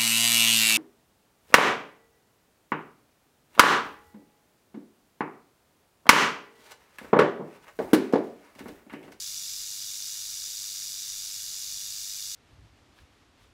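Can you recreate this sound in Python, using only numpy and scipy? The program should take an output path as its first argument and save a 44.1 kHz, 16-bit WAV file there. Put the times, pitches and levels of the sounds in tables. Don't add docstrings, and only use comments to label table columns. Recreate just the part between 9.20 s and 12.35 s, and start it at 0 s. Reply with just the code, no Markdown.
import sys
import numpy as np
from scipy import signal
from scipy.fft import rfft, irfft
from scipy.io import wavfile

SR = 44100
rng = np.random.default_rng(int(sys.argv[2]) if len(sys.argv) > 2 else 0)


def to_wav(s):
    ch = np.atleast_2d(s).T
    pcm = np.round(np.clip(ch, -1, 1) * 32767)
    wavfile.write(sys.argv[1], SR, pcm.astype(np.int16))


def level_to_linear(level):
    exponent = np.asarray(level, float) / 20
    return 10 ** exponent


N = 138915

# (time [s], lead [swings])
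TAIL_LEAD = [(0, -0.22), (0.3, -0.23), (0.6, -0.19), (0.9, -0.138), (1.2, -0.052), (1.45, -0.031),
             (1.8, -0.02), (2.1, -0.025), (2.3, -0.068), (2.7, -0.09), (2.95, -0.142), (3.15, -0.166)]
# (time [s], level [dB])
RATTLE_LEVEL = [(0.0, -36.5), (3.15, -36.5)]
# (frequency [Hz], width [Hz], level [dB], return flurry re main [dB])
SHELL_MODES = [(1587, 680, -24.5, -6.5), (2286, 424, -15.5, 4), (2880, 370, -10.5, -2.5),
               (3638, 402, -3, 0), (4246, 390, -6, -13), (4938, 544, 0, -7.5), (5810, 354, 1.5, 3.5),
               (6415, 670, -2.5, -8), (7096, 400, -2, -13), (7770, 730, -4.5, 2), (9040, 1600, -12.5, 2.5),
               (10430, 2600, -12, 4), (12770, 1670, -14.5, -9), (15000, 2970, -15.5, -3)]
FLURRY_MOMENTS = [(0, .55), (.02, .56), (0, .55), (-.03, .55), (-.04, .55), (-.02, .58), (.02, .58),
                  (.02, .55), (.02, .5), (.03, .47), (.05, .47), (.05, .58), (-.06, .4), (.02, .56)]
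LULL_MOMENTS = (.19, .72)
# (frequency [Hz], level [dB])
TICK_SPECTRUM = [(510, -38), (1000, -7.5), (2000, -3.5), (4000, 3.5), (8000, 1.5), (16000, -7)]
# (frequency [Hz], width [Hz], depth [0-1])
GROUND_NOTCHES = [(1993, 197, 0.43), (2626, 141, 0.5), (3166, 213, 0.63), (8200, 410, 0.21)]
# (delay [s], level [dB])
LEAF_ECHOES = [(.0006, -25), (.00123, -36), (.00155, -21.5), (.00203, -41), (.0026, -27)]
# (frequency [Hz], density [dB per Hz])
RUMBLE_SPECTRUM = [(15, -3), (31, -3), (50, -4), (110, -4.5), (180, -11), (380, -19), (520, -28),
                   (800, -28)]
# (time [s], level [dB])
GUST_LEVEL = [(0.0, -67.5), (0.82, -69), (0.89, -67), (1.81, -68.5), (1.84, -71), (1.93, -64.5),
              (2.19, -70), (2.22, -66.5), (2.82, -65), (2.84, -67), (2.96, -65.5), (3.15, -70)]
# (frequency [Hz], width [Hz], level [dB])
FAR_HUMS = [(723, 4, -88), (849, 14, -86), (116, 40, -78), (417, 4, -90)]
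# (frequency [Hz], middle [s], length [s], level [dB])
FAR_DRONES = [
    (486, .42, .45, -85),
    (415, .55, .35, -83),
    (417, 1.42, .65, -81),
    (418, 2.2, .3, -83),
]

SWING_HZ, SWING_JITTER_SWINGS = 49.95, 0.02
FLURRY_RISE_SWINGS, FLURRY_FALL_SWINGS, FLURRY_SPREAD_DB = 0.12, 0.06, 1.2
LULL_WIDTH_SWINGS, LULL_DEPTH = 0.065, 0.5
CHATTER_DB, CHATTER_DB_PER_OCTAVE = -1.5, 2.5
KNOCKS_PER_S, KNOCK_SIZE_DB = 5000, 2
DENSER_PER_OCTAVE = 1.2
SHARED_KNOCKS, SHARED_LOSS_PER_OCTAVE = 0.47, 0.35
TICKS_PER_S, TICK_DB, TICK_RETURN_DB = 1200, -13.5, -0.6
GUST_TOP_HZ = 170
PHONE_EDGE_HZ = 15725


def evened(x):
    return x / np.sqrt(np.mean(x ** 2) + 1e-20)


def coloured(x, spectrum):
    f, db = np.transpose(spectrum)
    hz = np.fft.rfftfreq(len(x), 1 / SR)
    gain = level_to_linear(np.interp(np.log(hz + 1), np.log(f + 1), db))
    return irfft(rfft(x) * gain, len(x))


def ring(x, hz, width_hz):
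    pole = np.exp((2j * hz - 1.66 * width_hz) * np.pi / SR)
    once = signal.lfilter([1], [1, -pole], x)
    twice = signal.lfilter([1], [1, -pole], once)
    return twice.real * (1 - abs(pole)) ** 2


def clicks(per_s):
    size_db = KNOCK_SIZE_DB * np.minimum(rng.exponential(1, N), 4)
    size = level_to_linear(size_db) * rng.choice([-1., 1.], N)
    return evened(size * (rng.random(N) < per_s / SR))


def from_moment(swing, at):
    return (swing - at + .5) % 1 - .5


def flurries(swing, moments, return_db, jitter, hz):
    luck = rng.standard_normal(len(jitter))
    rest = sum(np.exp(-(from_moment(swing, at) / LULL_WIDTH_SWINGS) ** 2) for at in LULL_MOMENTS)
    power = level_to_linear(2 * (CHATTER_DB + CHATTER_DB_PER_OCTAVE * np.log2(hz / 5000)))
    for side, (at, db) in enumerate(zip(moments, (0, return_db))):
        turn = 2 * np.floor(swing - at + 3.5).astype(int) + side
        u = from_moment(swing, at) - SWING_JITTER_SWINGS * jitter[turn]
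        span = np.where(u < 0, FLURRY_RISE_SWINGS, FLURRY_FALL_SWINGS)
        power = power + level_to_linear(2 * (db + FLURRY_SPREAD_DB * luck[turn])) * np.exp(-(u / span) ** 2)
    return evened(np.sqrt(power * (1 - np.clip(LULL_DEPTH * rest, 0, .95))))


def near_ground(x):
    hz = np.fft.rfftfreq(N, 1 / SR)
    notches = [1 - depth * np.exp(-((hz - f) / width) ** 2) for f, width, depth in GROUND_NOTCHES]
    echoes = sum(level_to_linear(db) * np.exp(-2j * np.pi * hz * delay) for delay, db in LEAF_ECHOES)
    return irfft(rfft(x) * np.prod(notches, axis=0) * (1 + echoes), N)


def rattle():
    t = np.arange(N) / SR
    swing = SWING_HZ * t + np.interp(t, *np.transpose(TAIL_LEAD))
    jitter = rng.standard_normal(400)
    common = clicks(KNOCKS_PER_S)
    shells = np.zeros(N)
    for k, (hz, width_hz, db, return_db) in enumerate(SHELL_MODES):
        octaves = np.log2(hz / 5000)
        share = np.clip(SHARED_KNOCKS - SHARED_LOSS_PER_OCTAVE * octaves, 0, .9)
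        own = clicks(KNOCKS_PER_S * (1 + DENSER_PER_OCTAVE * max(octaves, 0)))
        knocks = share * common * (-1) ** k + np.sqrt(1 - share ** 2) * own
        strength = flurries(swing, FLURRY_MOMENTS[k], return_db, jitter, hz)
        shells += level_to_linear(db) * ring(knocks * strength, hz, width_hz)
    strength = flurries(swing, FLURRY_MOMENTS[0], TICK_RETURN_DB, jitter, 2000)
    ticks = coloured(clicks(TICKS_PER_S) * strength, TICK_SPECTRUM)
    tail = evened(shells) + level_to_linear(TICK_DB) * evened(ticks)
    return level_to_linear(np.interp(t, *np.transpose(RATTLE_LEVEL))) * evened(near_ground(tail))


def rumble():
    t = np.arange(N) / SR
    noise = coloured(rng.standard_normal(N), list(RUMBLE_SPECTRUM) + [(1500, -40)])
    bass = signal.sosfiltfilt(signal.butter(2, GUST_TOP_HZ, fs=SR, output="sos"), noise)
    gust_db = np.interp(t, *np.transpose(GUST_LEVEL))
    return (level_to_linear(gust_db) * bass + level_to_linear(gust_db.mean()) * (noise - bass)) / np.std(bass)


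def hums():
    return sum(level_to_linear(db) * evened(ring(rng.standard_normal(N), hz, width_hz)) for hz, width_hz, db in FAR_HUMS)


def drones():
    t = np.arange(N) / SR
    out = np.zeros(N)
    for hz, middle_s, length_s, db in FAR_DRONES:
        swell = np.exp(-(2 * (t - middle_s) / length_s) ** 4)
        out += level_to_linear(db) * swell * np.sin(2 * np.pi * hz * t) * np.sqrt(2)
    return out


def scene():
    return (rattle() + rumble() + hums() + drones())[None]


def top_cut(x):
    return signal.sosfilt(signal.butter(12, 16540, fs=SR, output="sos"), x)


def record(dry):
    low_pass = signal.firwin(2047, PHONE_EDGE_HZ, window=("kaiser", 9), fs=SR)
    mix = signal.oaconvolve(dry, low_pass[None], "same")
    return top_cut(mix)


dry = scene()
out = record(dry)
to_wav(out)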